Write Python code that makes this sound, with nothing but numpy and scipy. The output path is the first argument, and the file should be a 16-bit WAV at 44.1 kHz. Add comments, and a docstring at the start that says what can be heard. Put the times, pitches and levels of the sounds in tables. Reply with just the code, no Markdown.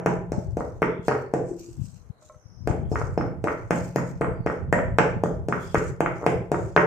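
"""Pounding chalk in a stone mortar

A stone pestle pounds chalk in a mortar on the hard floor of a bare room, in two runs with a pause.
Each blow is a short push of air, a crack and a clack; the mortar then often knocks back on the floor.
The room answers with low modes and a diffuse tail, powder hisses, and air rumbles on the microphone."""
import sys
import numpy as np
from scipy import signal
from scipy.io import wavfile

SR = 44100
rng = np.random.default_rng(int(sys.argv[2]) if len(sys.argv) > 2 else 0)


def to_wav(s):
    """Save 16-bit WAV."""
    ch = np.atleast_2d(s).T  # columns
    pcm = np.round(np.clip(ch, -1, 1) * 32767)  # PCM
    wavfile.write(sys.argv[1], SR, pcm.astype(np.int16))


N = 302526

# Pestle blows. Each row: mid-contact in seconds, push in dB, floor thud in dB, thud weight from 0 to 1,
# bowl clack in dB, crack in dB, pestle ring in dB, pitch favoured by the point of contact in Hz.
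BLOWS = [(0.0615, -4, -4, 0.82, -15, -24.5, -71, 5300), (0.3204, -11, -10.5, 1, -31.5, -31, -71, 4400),
         (0.571, -10, -11, 0.62, -30.5, -34.5, -75, 8420), (0.8207, -5, -7, 0.4, -19, -29.5, -61, 5350),
         (1.0831, -3.5, -5.5, 0.73, -12.5, -24, -54, 4400), (1.3385, -6, -9, 0.42, -24, -32.5, -73, 5300),
         (2.6747, -8.5, -11, 0.14, -24, -28, -66, 8250), (2.9171, -12, -13.5, 0.56, -44.5, -40, -52, 5300),
         (3.1775, -5.5, -7.5, 0.84, -24, -39, -53, 5540), (3.4418, -10, -13, 0, -26, -30, -66, 5300),
         (3.7084, -5, -7, 0.4, -13, -23.5, -56, 5200), (3.9608, -5.5, -9, 0.01, -16, -22.5, -65, 12780),
         (4.2117, -8, -9, 0.36, -30.5, -33.5, -60, 8200),
         (4.4634, -6.5, -11.5, 0.14, -22.5, -33.5, -64, 5230),
         (4.7274, -3, -5.5, 0.07, -9, -23, -65.5, 8340), (4.9864, 1, -5, 0, -6, -19, -51.5, 5200),
         (5.2375, -4, -8, .64, -25.5, -27.5, -81, 8300), (5.4863, -9.5, -9, 1, -30.5, -28.5, -54.5, 5400),
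         (5.7463, -3, -5.5, 0.9, -16.5, -23, -63, 5300),
         (6.0067, -3.5, -6.5, 0.38, -16.5, -23.5, -75, 8250),
         (6.2651, -1, -5, 0.41, -11.5, -24, -59.5, 8250), (6.518, -5.5, -9.5, 0.12, -22, -25, -63, 8250),
         (6.7645, 2, -3, 0.06, -9, -25, -48, 5170)]
# The mortar rocks on the floor. Each row: start in seconds, level in dB, brightness in dB per octave.
KNOCKS = [(0.0695, -25, -10.5), (0.3293, -39.5, -1), (0.6063, -27, -12), (0.633, -55, -7),
          (0.8273, -18.5, 7), (0.8573, -33, -5), (1.1122, -23, -13.5), (1.1185, -23.5, -1),
          (1.1222, -39, -6), (1.1497, -26.5, -7), (1.358, -47, -5), (2.7106, -33, 2), (2.9567, -19, -2.5),
          (2.9907, -38, 2), (3.0149, -25.5, -13.5), (3.2103, -25, -5), (3.2417, -33, -12),
          (3.4727, -19, -6.5), (3.483, -20, 3.5), (3.507, -27.5, -4), (3.7145, -31.5, 15.5),
          (3.73, -31.5, 6), (3.9839, -23.5, -5.5), (4.2164, -24, 3.5), (4.2445, -23, -7),
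          (4.471, -24.5, 7.5), (4.4992, -22, -8.5), (4.7607, -39, 0), (4.7891, -23, 7.5),
          (4.9959, -20.5, -7.5), (5.2583, -28, -14.5), (5.5249, -16, -3.5), (5.7538, -15.5, 1.5),
          (6.0609, -18, 0), (6.214, -40, -16.5), (6.224, -38, -13), (6.2306, -37, -19.5), (6.241, -31, -14),
          (6.279, -41, -7), (6.5436, -23.5, -6), (6.7765, -11.5, 6), (6.8025, -36, -5)]
# Resonances. Each row: pitch in Hz, level in dB, time to fall 60 dB in seconds.
PESTLE_MODES = [(4400, 3, 0.35), (4500, -7.5, 0.11), (5250, -2, 0.15), (5360, -2, 0.1), (8100, 2, 0.15),
                (8260, 3, 0.17), (8420, 2, 0.15), (12780, 8, .15)]
MORTAR_MODES = [(515, -8, 0.011), (790, -3.5, 0.0043), (826, 2, 0.0055), (1342, 7, 0.0092),
                (1898, -7.5, 0.034), (2147, -0.5, 0.0079), (3350, -21.5, 0.0049)]
ROOM_MODES = [(88, -13, 0.74), (132, -4.5, 0.95), (174.9, -3, 2.1), (335.2, -8, 0.46), (379.4, -10.5, 1.04),
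              (421.1, -3.5, 0.4), (469, -5.5, 0.72), (508.4, -17, 0.3), (722, -1.5, 0.28),
              (777, -2.5, 0.25)]
CLINK_MODES = [(508, -16, 0.2), (611, -7.5, 0.2), (1070, -14, 0.11), (1320, -8, 0.079), (1980, -22, 0.08),
               (2270, -27, 0.061)]
TICK_MODES = [(4350, -6, .02), (5000, -3, .02), (5700, 0, .015), (6500, 0, .015),
              (7400, -2, .012), (8300, -3, .012)]
# Noise colours. Each row: frequency in Hz, relative level in dB.
TAIL_COLOUR = [(60, -19), (150, -1.5), (260, -8), (400, -1), (600, -7.5), (780, -2.5), (1000, -6.5),
               (1400, -3), (1800, -1.5), (2500, -4), (3400, 2), (4100, -24.5), (6000, 13), (12000, -16)]
POWDER_COLOUR = [(2600, -2.5), (3300, -13.5), (4200, -9), (5200, -3.5), (6400, 3), (8200, -0.5),
                 (9300, -17), (11500, -17), (14000, -12), (16000, -31)]
RUMBLE_COLOUR = [(12, -52), (20, -26), (38, 15), (59, -1.5), (82, 10.5), (168, -3.5), (300, -40),
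                 (390, -69), (660, -120)]
ROOM_TONE_COLOUR = [(59, -31), (100, -1), (131, -5), (270, -15.5), (425, -10.5), (1330, -18.5),
                    (4400, -50), (5190, -45.5), (7080, -50), (11600, -37), (14000, -63)]
# Reverb length before the closing fade. Each row: frequency in Hz, time to fall 60 dB in seconds.
TAIL_T60 = [(60, 0.78), (160, 0.77), (420, 0.95), (1100, 0.57), (2900, 0.55), (7700, 0.44)]
# Reverb pan. Each row: frequency in Hz, left over right in dB.
TAIL_PAN = [(60, 1.5), (180, 0.5), (550, 0.5), (1650, -0.5), (4970, 4.5), (15000, -10)]
# First reflections. Each row: left delay in ms, left level in dB, right delay in ms, right level in dB.
ECHOES = [(6.5, -41.5, 6.8, -14.5), (9.0, -19, 2.6, -13), (14.0, -54, 29, -15)]
# Width of diffuse sound. Each row: frequency in Hz, left-right likeness from 0 to 1.
LIKENESS = [(50, 0.053), (130, 0.24), (300, 0.97), (600, 0.5), (1200, 0.042), (3000, 0.04), (12000, 0.041)]
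# Powder slides after blows and under the stirring pestle.
# Each row: start in seconds, time until the fall in seconds, level in dB, fall in dB per second.
SLIDES = [(.063, 0.074, -58, 165), (.325, 0.12, -61.5, 100), (.575, 0.097, -61.5, 122),
          (.822, 0.025, -60.5, 207), (1.04, 0.034, -50.5, 300), (1.085, 0.089, -59, 130),
          (1.34, 0.18, -66, 94), (1.57, 0.064, -52, 79), (1.79, 0.016, -56, 92),
          (1.89, 0.019, -63.5, 203.5), (2.2, 0.076, -63.5, 155.5), (2.677, 0.054, -59, 200),
          (2.9, .13, -53.5, 110), (3.18, 0.034, -68.5, 124), (3.445, 0.095, -57.5, 97),
          (3.715, 0.15, -51.5, 107), (3.963, 0.12, -58, 106), (4.213, 0.032, -84, 137),
          (4.465, 0.098, -65, 156), (4.73, 0.036, -60.5, 132), (4.99, 0.042, -60, 130),
          (5.24, 0.045, -61, 134), (5.49, 0.047, -62, 98), (5.601, 0.073, -50.5, 100),
          (5.75, 0.092, -53, 150), (6.01, 0.055, -66, 107), (6.13, 0.15, -67, 100),
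          (6.268, 0.055, -62.5, 125), (6.52, 0.24, -63, 99.5), (6.768, .08, -66, 92)]
# Thin whistles. Each row: start and end in seconds, level in dB, first and last pitch in Hz.
WHISTLES = [(0.898, 1.076, -63, 3480, 3330), (1.887, 2.02, -73, 3960, 4160),
            (2.169, 2.294, -70.5, 4060, 3900), (2.3, 2.66, -67, 6220, 5850),
            (2.462, 2.677, -64, 5470, 5170), (2.805, 2.89, -70, 3130, 3240),
            (4.376, 4.458, -70.5, 4770, 4500), (5.63, 5.745, -56.5, 3350, 3350)]
# Wind, calm while the arms rest. Each row: time in seconds, level in dB, left over right in dB.
RUMBLE = [(0.0, -31, -11), (0.5, -33, 9.5), (0.75, -37.5, 0.5), (1.32, -50.5, -18), (1.6, -47, -16),
          (1.8, -36.5, 11.5), (2.15, -60.5, 29), (2.4, -70, 34.5), (2.7, -31.5, 14.5), (3.05, -28, -0.5),
          (3.3, -31, -6), (3.9, -36.5, 1.5), (4.25, -30.5, 3), (4.5, -33.5, -7), (5.0, -23.5, 1.5),
          (5.55, -36.5, -3.5), (5.9, -32, -1.5), (6.5, -34, 0), (6.86, -39.5, -3.5)]
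# Puffs of air. Each row: centre in seconds, peak in dB, pitch in Hz, left over right in dB.
PUFFS = [(0.383, -8, 148, 30), (0.995, -19, 132, 8), (1.711, -27.5, 88, 16), (1.796, -16, 126, 24),
         (1.818, -13.5, 91.5, 24), (1.842, -22.5, 150, 23), (1.967, -29.5, 112, 21),
         (2.104, -19.5, 107, 47), (2.363, -32.5, 91, 34), (2.459, -29, 86.1, 39), (2.607, -30, 138, 29),
         (2.704, -6.5, 89, 27), (2.795, -15, 121, 5), (2.836, -13.5, 92.5, 32), (2.879, -18.5, 96, -23),
         (3.039, -13.5, 89, 26), (3.128, -14.5, 92, -26), (3.385, -24, 132, -32), (4.163, -17, 108, 30),
         (4.283, -14.5, 85, 19), (4.316, -15.5, 87, 15), (4.407, -13.5, 131, -30), (4.628, -19, 137, -23),
         (4.943, -20, 87, 25), (5.007, -11.5, 159, -13), (5.109, -16, 89, -19), (5.166, -16, 142, -29),
         (5.579, -18, 159, 20.5), (5.778, -11, 89.5, 11), (6.359, -14.5, 83.7, 25), (6.409, -16.5, 132, -8)]
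# Faint clinks in the pause. Each row: start in seconds, level in dB.
CLINKS = [(2.222, -45.5), (2.243, -57), (2.297, -35), (2.324, -48), (2.344, -44.5)]

SWING_MS, SWING_MS_PER_DB = 0.54, -0.037   # suction to pressure at 0 dB; harder blows are shorter
REBOUND_PER_DB = -0.022   # pressure outweighs suction in soft blows
THUD_STRETCH, THUD_STRETCH_PER_DB = 1.086, 0.0319   # the thud widens against the push as blows harden
SPRING_SHARE = 0.32   # share of the thud's weight that does not reach the floor
CRACK_MS, CRACK_BAND_HZ, SNAP_BAND_HZ = 0.9, [3200, 9500], [1500, 2900]
HELD_DOWN = 0.35   # the pressing pestle shortens the bowl's ring to this share
CUSHION_HZ = 2270   # dust softens every contact of the bowl above this


def pestle_blows():
    """A bell-shaped contact force radiates its slope as a push and thuds into the floor; chalk cracks."""
    push, thud, crack = np.zeros((3, N))
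    t_ms = np.arange(-150, 150) / SR * 1000
    for s, push_db, thud_db, weight, _, crack_db, _, _ in BLOWS:
        start = s - 150 / SR
        grit = rng.standard_normal(300)
        swing = 2 * t_ms / (SWING_MS + SWING_MS_PER_DB * push_db)
        pressure = (swing + REBOUND_PER_DB * push_db) * np.exp(-swing ** 2 / 2)
        add(push, start, from_db(push_db) * pressure / pressure.max())
        floor_swing = swing / (THUD_STRETCH + THUD_STRETCH_PER_DB * push_db)
        bell = np.exp(-floor_swing ** 2 / 2)
        pulse = (floor_swing + weight) * bell
        pulse /= pulse.max()
        pulse -= SPRING_SHARE * pulse.sum() * bell / bell.sum()
        # the chalk gives way in steps, so each thud has a colour of its own
        steps = np.r_[1, .12 * grit[1:] * (abs(grit[1:]) > 2.3)]
        add(thud, start, from_db(thud_db) * np.convolve(pulse, steps / np.linalg.norm(steps)))
        add(crack, start, from_db(crack_db) * grit * np.exp(-np.abs(t_ms) / CRACK_MS))
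    snap = from_db(1.5) * butter(crack, SNAP_BAND_HZ, "band")
    return push + snap, thud, butter(crack, CRACK_BAND_HZ, "band")


def pestle_ring():
    """The pestle rings most near the pitch its contact point favours; dust roughens the ring."""
    times, *_, ring_db, favoured_hz = np.transpose(BLOWS)
    rings = struck(times, lambda hz: ring_db - 60 * abs(np.log2(hz / favoured_hz)), PESTLE_MODES, 1.5)
    return rings * from_db(7 * drift(240))


def mortar_knocks():
    """The bowl rocks back on the floor and rings freely; brightness tilts its modes about 1.3 kHz."""
    times, db, tilt = np.transpose(KNOCKS)
    rings = struck(times, lambda hz: db + tilt * np.log2(hz / 1300), MORTAR_MODES, spread_db=1.5)
    return butter(rings, CUSHION_HZ, order=4)


def mortar_clacks():
    """The bowl clacks under each blow, bright and damped by the pestle."""
    times, _, _, _, db, *_ = np.transpose(BLOWS)
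    damped = [(hz, mode_db, HELD_DOWN * t60) for hz, mode_db, t60 in MORTAR_MODES]
    clacks = struck(times - .0004, lambda hz: db + 4.6 * np.log2(hz / 1300), damped, spread_db=2.5)
    return butter(clacks, CUSHION_HZ, order=4)


def room(send, lead_s=0.084):
    """The bare room answers with first reflections, low standing waves and a diffuse tail."""
    # a softer copy of the first blow leaves the room already ringing at the start
    lead, first = round(lead_s * SR), round((BLOWS[0][0] - .005) * SR)
    send = np.concatenate([from_db(-6.5) * send[first:first + lead], send])
    t = np.arange(SR) / SR
    tail = 0
    for hz, noise in bands(SR, 47.64, 17000, octaves=1 / 3):
        decay_db = at_hz(TAIL_COLOUR, hz) - 60 * t / at_hz(TAIL_T60, hz)
        tail += from_db(decay_db) * pan(at_hz(TAIL_PAN, hz)) * noise
    response = from_db(-27) * tail * (1 - np.exp(-(t / 0.00083) ** 2))   # reflections thicken
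    for k, (hz, db, t60) in enumerate(ROOM_MODES):
        lean = pan((-1) ** (k // 2))   # each standing wave favours one side
        response += (-1) ** k * from_db(db - 46) * lean * ring(1. * (t == 0), hz, t60)
    for left_ms, left_db, right_ms, right_db in ECHOES:
        response[0, round(left_ms * SR / 1000)] += from_db(left_db)
        response[1, round(right_ms * SR / 1000)] += from_db(right_db)
    response *= from_db(-140 * t ** 2)   # closing fade, ever faster
    return signal.fftconvolve(send[None], response, axes=1)[:, lead:lead + N]


def powder(grains_per_s=900, rise_db_per_s=591):
    """Sliding powder hisses in clumps of grains; brief high ringing ticks colour the hiss."""
    impulses = rng.random(N) < grains_per_s * from_db(5 * drift(30)) / SR
    impulses = impulses * from_db(4.5 * np.minimum(rng.exponential(1, N), 4))
    grains = 1 + 0.7 * unit_rms(signal.lfilter([1], [1, -.96], impulses))
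    hiss = unit_rms(grains * coloured(POWDER_COLOUR, 2300, 17500, flicker_db=3.5, rate=6, octaves=1 / 6))
    ticks = rng.choice([-1, 0, 0, 1], (len(TICK_MODES), 2, N)) * impulses
    ringing_ticks = sum(from_db(db) * ring(hits, hz, t60)
                        for hits, (hz, db, t60) in zip(ticks, TICK_MODES))
    attack_s = 13 / rise_db_per_s   # each slide climbs its last 13 dB in this time
    envelope = sum(from_db(db + span_db(s + attack_s, s + held_s, rise_db_per_s, fall))
                   for s, held_s, db, fall in SLIDES)
    return envelope * (hiss + from_db(-7) * unit_rms(ringing_ticks))


def whistles(roughness_hz=140):
    """Thin, rough, faint whistles that glide slightly in pitch."""
    rough = unit_rms(butter(rng.standard_normal((2, N)), roughness_hz))
    out = np.zeros((2, N))
    for from_s, to_s, db, first_hz, last_hz in WHISTLES:
        tone = sine(np.interp(np.arange(N) / SR, [from_s, to_s], [first_hz, last_hz]))
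        envelope = from_db(db + span_db(from_s, to_s, 200, 400))
        out += envelope * np.roll(rough, round(first_hz), axis=1) * tone
    return out


def wind():
    """Moving air hits the two microphone ports unevenly: a lumpy rumble and single puffs."""
    times, *curves = np.transpose(RUMBLE)
    db, pan_db = [np.interp(np.arange(N) / SR, times, curve) for curve in curves]
    out = from_db(db) * pan(pan_db) * coloured(RUMBLE_COLOUR, 30.33, 330, flicker_db=4.5, rate=7.1)
    for s, peak_db, hz, pan_db in PUFFS:
        cycles = np.arange(-1.5, 1.5, hz / SR)
        puff = np.cos(2 * np.pi * cycles) * np.exp(-(cycles / 0.41) ** 2)
        far_side_db = np.maximum([[-pan_db], [pan_db]], 0)
        add(out, s + cycles[0] / hz, from_db(peak_db - far_side_db) * puff)
    return out


def hum(from_s=1.453, to_s=1.78, hz=339, waver_hz=6):
    """A faint wavering tone lingers after the first run of blows and dies away."""
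    fade_db = -42 * (np.arange(N) / SR - from_s) + span_db(from_s, to_s, 530, 280)
    return from_db(-35 + fade_db + 6.1 * drift(39)) * sine(hz + waver_hz * drift(11))


def clinks():
    """Soft touches on something hollow."""
    times, db = np.transpose(CLINKS)
    rings = struck(times, lambda hz: db, CLINK_MODES, spread_db=3)
    return np.convolve(rings, np.hanning(16) / 8, "same")


def room_tone():
    """A quiet, nearly steady bed of air."""
    return from_db(-62) * coloured(ROOM_TONE_COLOUR, 100, 14000, flicker_db=.7, rate=6)


def struck(times, db_at_hz, modes, spread_db):
    """Every hit rings every mode with a strength of its own."""
    at, out = np.round(times * SR).astype(int), np.zeros(N)
    chance_db = spread_db * rng.standard_normal((len(at), len(modes)))
    for k, (hz, mode_db, t60) in enumerate(modes):
        clicks = np.zeros(N)
        clicks[at] = (-1) ** (k + 1) * from_db(db_at_hz(hz) + mode_db + chance_db[:, k])
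        out += ring(clicks, hz, t60)
    return out


def ring(clicks, hz, t60):
    """A unit click sets a sine of height 1 ringing."""
    r, w = from_db(-60 / (t60 * SR)), 2 * np.pi * hz / SR
    return signal.lfilter([0, np.sin(w)], [1, -2 * r * np.cos(w), r * r], clicks + 1e-18)


def coloured(spectrum, low_hz, high_hz, flicker_db, rate, octaves=0.495):
    """Stereo noise of a given colour whose bands flicker; rms 1."""
    together = drift(rate)
    return unit_rms(sum(from_db(at_hz(spectrum, hz) + flicker_db * (.5 * together + drift(rate))) * noise
                        for hz, noise in bands(N, low_hz, high_hz, octaves)))


def bands(size, low_hz, high_hz, octaves):
    """Yields the centre in Hz and the stereo noise of each narrow band of a diffuse field."""
    white = rng.standard_normal((2, 2, size))
    edges = low_hz * 2 ** np.arange(0, np.log2(high_hz / low_hz), octaves)
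    for k, (low, high) in enumerate(zip(edges, edges[1:])):
        mid, side = butter(white[k % 2], [low, high], "band")
        hz = np.sqrt(low * high)
        alike = at_hz(LIKENESS, hz)
        yield hz, np.sqrt(1 + alike) * mid + np.sqrt(1 - alike) * side * [[1], [-1]]


def drift(rate):
    """A smooth random wobble, mostly below rate in Hz; rms 1."""
    r = np.exp(-80 * np.pi * rate / SR)
    slow = signal.lfilter([1], [1, -2 * r, r * r], rng.standard_normal(N // 40 + 2002))[2000:]
    return np.interp(np.arange(N) / 40, np.arange(len(slow)), unit_rms(slow))


def span_db(from_s, to_s, rise, fall):
    """0 dB between two moments, rising before and falling after in dB per second."""
    t = np.arange(N) / SR
    return np.minimum(0, np.minimum(rise * (t - from_s), fall * (to_s - t)))


def at_hz(points, hz):
    """Read a spectrum on a log-frequency axis."""
    frequencies, values = np.transpose(points)
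    return np.interp(np.log(hz), np.log(frequencies), values)


def add(track, s, sound):
    """Lay a sound into a track at s seconds."""
    i = round(s * SR)
    track[..., i:i + sound.shape[-1]] += sound[..., :N - i]


def butter(x, hz, kind="low", order=2):
    """A low-, high- or band-pass filter."""
    return signal.sosfilt(signal.butter(order, hz, kind, fs=SR, output="sos"), x)


def sine(hz):
    """A sine that follows a pitch curve."""
    return np.sin(2 * np.pi * np.cumsum(hz) / SR)


def pan(db):
    """Stereo gains with left db above right."""
    return from_db(db * np.array([[.5], [-.5]]))


def from_db(db):
    """Decibels to gain."""
    return 10 ** (np.asarray(db) / 20)


def unit_rms(x):
    """Scale to rms 1."""
    return x / np.sqrt(np.mean(x ** 2) + 1e-20)


def scene():
    """Pestle and mortar up close, a little earlier and duller on the right, over room and background."""
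    push, thud, crack = pestle_blows()
    rings = pestle_ring()
    knock, clack = mortar_knocks(), mortar_clacks()
    body = push + clack + from_db(2.5) * knock   # knocks reach the microphone more than the room
    edge = crack + rings
    left = np.roll(body + edge, 4)
    right = from_db(-2.5) * signal.lfilter([.35], [1, -.65], body) + from_db(-3.5) * np.roll(edge, -3)
    air = room_tone()
    reverb = room(thud + from_db(-12.5) * crack + from_db(-7.5) * rings + from_db(-3) * (clack + knock))
    faint = hum() * pan(6) + clinks()
    return np.array([left, right]) + reverb + wind() + powder() + whistles() + faint + air


def record(dry):
    """Roll off the deepest bass, round the loudest peaks at full scale and cut the very top."""
    thin = butter(dry, 70, "high")
    rounded = thin / (1 + thin ** 6) ** (1 / 6)
    top_cut = signal.cheby2(12, 70, 16600, fs=SR, output="sos")
    return np.clip(signal.sosfilt(top_cut, rounded), -1, 1)


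dry = scene()
out = record(dry)
to_wav(out)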